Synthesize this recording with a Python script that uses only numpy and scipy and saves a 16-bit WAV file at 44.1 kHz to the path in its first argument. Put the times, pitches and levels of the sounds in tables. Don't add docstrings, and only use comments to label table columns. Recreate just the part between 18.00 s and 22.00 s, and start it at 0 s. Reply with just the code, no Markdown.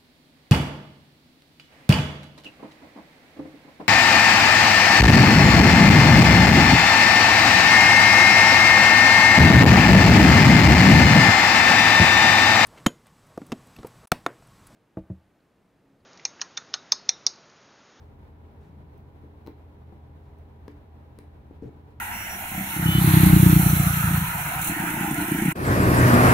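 import sys
import numpy as np
from scipy import signal
from scipy.fft import rfft, irfft
from scipy.io import wavfile

SR = 44100
rng = np.random.default_rng(int(sys.argv[2]) if len(sys.argv) > 2 else 0)


def generate_wav(signal):
    frames = np.transpose(np.atleast_2d(signal))
    scaled = np.clip(frames, -1, 1) * 32767
    pcm = np.round(scaled).astype(np.int16)
    wavfile.write(sys.argv[1], SR, pcm)


N = 176400
T = np.arange(N) / SR
HIT_T = T[:16384]


def undb(db):
    return 10 ** (np.asarray(db) / 20)


def unit(x):
    return x / np.sqrt(np.mean(x ** 2))


def bin_hz(length):
    return np.maximum(np.fft.rfftfreq(length, 1 / SR), 1)


def colour(x, points):
    hz, db = np.array(points, float).T
    curve_db = np.interp(np.log(bin_hz(x.shape[-1])), np.log(hz), db)
    return irfft(rfft(x) * undb(curve_db), x.shape[-1])


def band(x, hz, width):
    f = bin_hz(x.shape[-1])
    return irfft(rfft(x) / (1 + ((f / hz - hz / f) * hz / width) ** 2), x.shape[-1])


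def add(track, at, sound):
    i = max(int(at * SR), 0)
    track[i:i + len(sound)] += sound[:N - i]


def fade(t, t60):
    return np.exp(-np.log(1000) * t / t60)


def pan(left_db):
    return undb(np.array([[left_db], [-left_db]]) / 2)


def swells(rows):
    return sum(undb(db) * np.cos(np.pi * np.clip((T - at) / length, -.5, .5)) for at, length, db in rows)


def ring(modes):
    return sum(undb(db) * np.sin(2 * np.pi * hz * HIT_T) * fade(HIT_T, t60) for hz, db, t60 in modes)


def burst(at, shape, t60=0.0085, attack_s=0.0003):
    envelope = (1 - np.exp(-HIT_T / attack_s)) * fade(HIT_T, t60)
    snap = rng.standard_normal(len(HIT_T)) * envelope
    for _ in range(4):
        snap = irfft(np.exp(1j * np.angle(rfft(snap)))) * fade(HIT_T, 10 * t60)
    track = np.zeros(N)
    add(track, at, snap)
    return unit(shape(track)) * np.sqrt(np.sum(envelope ** 2) / N)


# (frequency [Hz], side minus mid [dB])
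ROOM_WIDTH = [(30, -8.5), (70, -16), (200, -8), (380, -8), (700, 1), (1300, 1)]
def diffuse_noise(length):
    mid, side = rng.standard_normal((2, length))
    return mid + colour(side, ROOM_WIDTH) * np.array([[1], [-1]])


# (frequency [Hz], gain [dB])
AIR_EQ = [(20, -27), (40, -10), (60, -1), (100, -10.5), (140, -5.5), (180, -13), (300, -15.5), (450, -18),
          (600, -22), (980, -24), (1150, -31), (2300, -39), (3000, -44), (4000, -46.5), (4800, -53),
          (7500, -58.5), (10500, -58), (13000, -53.5), (16000, -57)]
def room_air(level_db=-52, flicker_db=0.91, flicker_hz=6):
    air = unit(colour(diffuse_noise(N), AIR_EQ))
    flicker = unit(band(rng.standard_normal(N), flicker_hz, 2 * flicker_hz))
    return air * undb(level_db + flicker_db * flicker)


# (frequency [Hz], width [Hz], level [dB])
HUM_TONES = [(80.35, 10.2, -50.5), (125.4, 6.5, -60), (222.6, 7.5, -66.5), (293.7, 14, -66.5),
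             (410.6, 5, -68), (449.3, 6.4, -76), (811, 100, -73), (966, 50, -76.5)]
def machine_hum(rumble_gain=0.41):
    hum = np.zeros(N)
    for hz, width, db in HUM_TONES:
        drift, rumble = rng.standard_normal((2, N))
        wavering_hz = hz + 0.27 * width * unit(band(drift, width, 2 * width))
        tone = unit(np.sin(2 * np.pi * np.cumsum(wavering_hz) / SR))
        hum += undb(db) * unit(tone + rumble_gain * unit(band(rumble, hz, 3 * width)))
    return hum


def electrical_whine(hz=11322, level_db=-101):
    return undb(level_db) * unit(np.sin(2 * np.pi * hz * T))


# (frequency [Hz], gain [dB])
FIBRE_EQ = [(400, -22), (1300, 7.5), (3000, -2.5), (6000, -8), (10000, -15.5), (16000, -18)]
# (centre [s], length [s], level [dB])
SLIDE_CUES = [(.03, 0.15, -78.5), (.65, 0.12, -73), (2.254, 0.056, -76.5), (2.717, 0.017, -70.5),
              (3.635, 0.042, -70.5), (3.675, 0.053, -71.5), (3.912, .02, -77)]
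def thread_slides(grain_db=2.0, grain_samples=44):
    strengths = np.minimum(rng.exponential(size=N // grain_samples + 1), 5)
    catches = np.repeat(undb(grain_db * strengths), grain_samples)[:N]
    rustle = colour(rng.standard_normal(N) * catches, FIBRE_EQ)
    return unit(rustle) * swells(SLIDE_CUES)


# (centre [s], length [s], level [dB])
RUMBLE_CUES = [(.77, 0.3, -52), (3.67, 0.1, -45.5)]
def low_rumble(hz=149, width_hz=106):
    return unit(band(rng.standard_normal(N), hz, width_hz)) * swells(RUMBLE_CUES)


# (frequency [Hz], level [dB], t60 [s])
BEAD_MODES = [(6180, -11.5, 0.018), (8770, -12, 0.012), (9600, -11.5, 0.014), (11100, -10, .016),
              (14600, -5, .016), (15520, -4, .018)]
# (time [s], gain [dB])
TAP_CUES = [(0.977, -63), (2.386, -66)]
def bead_taps():
    taps = np.zeros(N)
    for at, db in TAP_CUES:
        add(taps, at, undb(db) * ring(BEAD_MODES))
    return taps


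# (frequency [Hz], level [dB], t60 [s])
CLOTH_MODES = [(345, 1.5, 0.013), (910, -6.5, 0.011), (1546, -19, 0.018)]
# (frequency [Hz], level [dB], t60 [s])
FRAME_MODES = [(211, -36, 0.084), (290.4, -31.5, 0.65), (425, -30, 0.1), (431, -40.5, 0.083)]
def cloth_thump(pitch, frame_db, attack_s=0.0012):
    cloth = ring([(hz * pitch, db, t60) for hz, db, t60 in CLOTH_MODES])
    frame = undb(frame_db) * ring(FRAME_MODES)
    return -(cloth + frame) * (1 - np.exp(-HIT_T / attack_s))


# (time [s], thump gain [dB], cloth pitch [ratio], low-pass [Hz])
TUG_CUES = [(1.236, -30.5, 0.82, 700), (1.243, -37, 1.17, 700), (1.4790, -22, 0.99, 1000),
            (1.6052, -45.5, 1.6, 1200), (1.9234, -30.5, 0.79, 1390), (1.9286, -31, 0.81, 900),
            (3.509, -27, 0.89, 694), (3.623, -19.5, 0.83, 500), (3.642, -26, 1, 550),
            (3.6575, -23, 0.77, 500), (3.6737, -28.5, 0.71, 500), (3.6905, -27, .85, 604)]
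def thread_tugs(rasp_db=-39):
    thumps, rasps = np.zeros((2, N))
    for at, thump_db, pitch, cutoff_hz in TUG_CUES:
        muffle = signal.butter(3, cutoff_hz, fs=SR, output="sos")
        thump = cloth_thump(pitch, frame_db=-2)
        add(thumps, at, undb(thump_db) * signal.sosfilt(muffle, thump))
        rasps += undb(thump_db + rasp_db) * burst(at, lambda x: colour(x, FIBRE_EQ))
    return thumps, rasps


# (frequency [Hz], gain [dB])
WEAVE_EQ = [(500, 4), (1000, -1), (1400, -4), (2000, 3), (3000, -5), (4000, -7), (5300, -7), (6800, -15),
            (9000, -19.5), (16000, -25)]
# (time [s], thump gain [dB], cloth pitch [ratio], frame gain within the thump [dB],
# crack gain [dB], crack tilt [dB/octave], shaft ring [dB], tick gain [dB], tick centre [Hz],
# tick width [Hz])
NEEDLE_CUES = [(1.4640, -32, 0.9, -10, -50, 1, -56.5, -49, 14500, 7000),
               (1.4728, -29, 1.03, -5, -44.5, 0, -52.5, -46, 13600, 8000),
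               (2.6804, -25.5, 1.055, 6, -44, 1.5, -53, -49, 13500, 9000),
               (3.188, -33, 1.05, 8.5, -43.5, -1, -55, -41.5, 9500, 4500)]
def needle_clicks(shaft_hz=4080, shaft_t60=0.012, tick_t60=0.0036):
    thumps, clicks = np.zeros((2, N))
    for at, thump_db, pitch, frame_db, crack_db, tilt, shaft_db, tick_db, tick_hz, width in NEEDLE_CUES:
        add(thumps, at, undb(thump_db) * cloth_thump(pitch, frame_db))
        add(clicks, at, ring([(shaft_hz, shaft_db, shaft_t60)]))
        crack_eq = [(hz, db + tilt * np.log2(hz)) for hz, db in WEAVE_EQ]
        clicks += undb(crack_db) * burst(at, lambda x: colour(x, crack_eq))
        clicks += undb(tick_db) * burst(at, lambda x: band(x, tick_hz, width), tick_t60)
    return thumps, clicks


def thread_buzz(start_hz=460.5, sag_hz_per_s=530, level_db=-38, length_s=0.054, ramp_s=0.005):
    gate = np.clip(np.minimum(HIT_T, length_s - HIT_T) / ramp_s, 0, 1)
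    tone = np.sin(2 * np.pi * np.cumsum(start_hz - sag_hz_per_s * HIT_T) / SR)
    return undb(level_db) * gate * fade(HIT_T, t60=0.65) * tone


# (frequency [Hz], t60 [s])
ROOM_DECAY = [(400, 0.22), (2500, 0.3), (9000, 0.28), (14000, 0.23)]
# (frequency [Hz], gain [dB])
REVERB_EQ = [(1000, 3), (1500, 1.5), (2300, 3), (4000, -3), (6000, -7), (9000, -6), (11000, -4), (16000, 2)]
def room_reverb(x, build_s=0.0066):
    t = T[:N // 8]
    spectrum = rfft(diffuse_noise(len(t)))
    hz, t60s = np.array(ROOM_DECAY).T
    tail = np.zeros((2, len(t)))
    for solo, t60 in zip(np.eye(len(hz)), t60s):
        crossover = np.interp(np.log(bin_hz(len(t))), np.log(hz), solo)
        tail += irfft(spectrum * crossover, len(t)) * fade(t, t60)
    tail *= 1 - np.exp(-(t / build_s) ** 2)
    wet = signal.fftconvolve(x[None], unit(tail) / np.sqrt(len(t)), axes=1)[:, :N]
    return colour(wet, REVERB_EQ)


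def scene():
    needle_thumps, clicks = needle_clicks()
    tug_thumps, rasps = thread_tugs()
    low = tug_thumps + needle_thumps
    add(low, at=3.626, sound=thread_buzz())
    bright = thread_slides() + bead_taps() + rasps + clicks
    close = (low + low_rumble()) * pan(left_db=4.5) + bright * pan(left_db=7.5)
    reverb = undb(-6) * room_reverb(low) + undb(-0.5) * room_reverb(bright)
    return close + reverb + room_air() + machine_hum() + electrical_whine()


def record(dry):
    return signal.sosfilt(signal.ellip(10, .1, 70, 15850, fs=SR, output="sos"), dry)


dry = scene()
out = record(dry)
generate_wav(out)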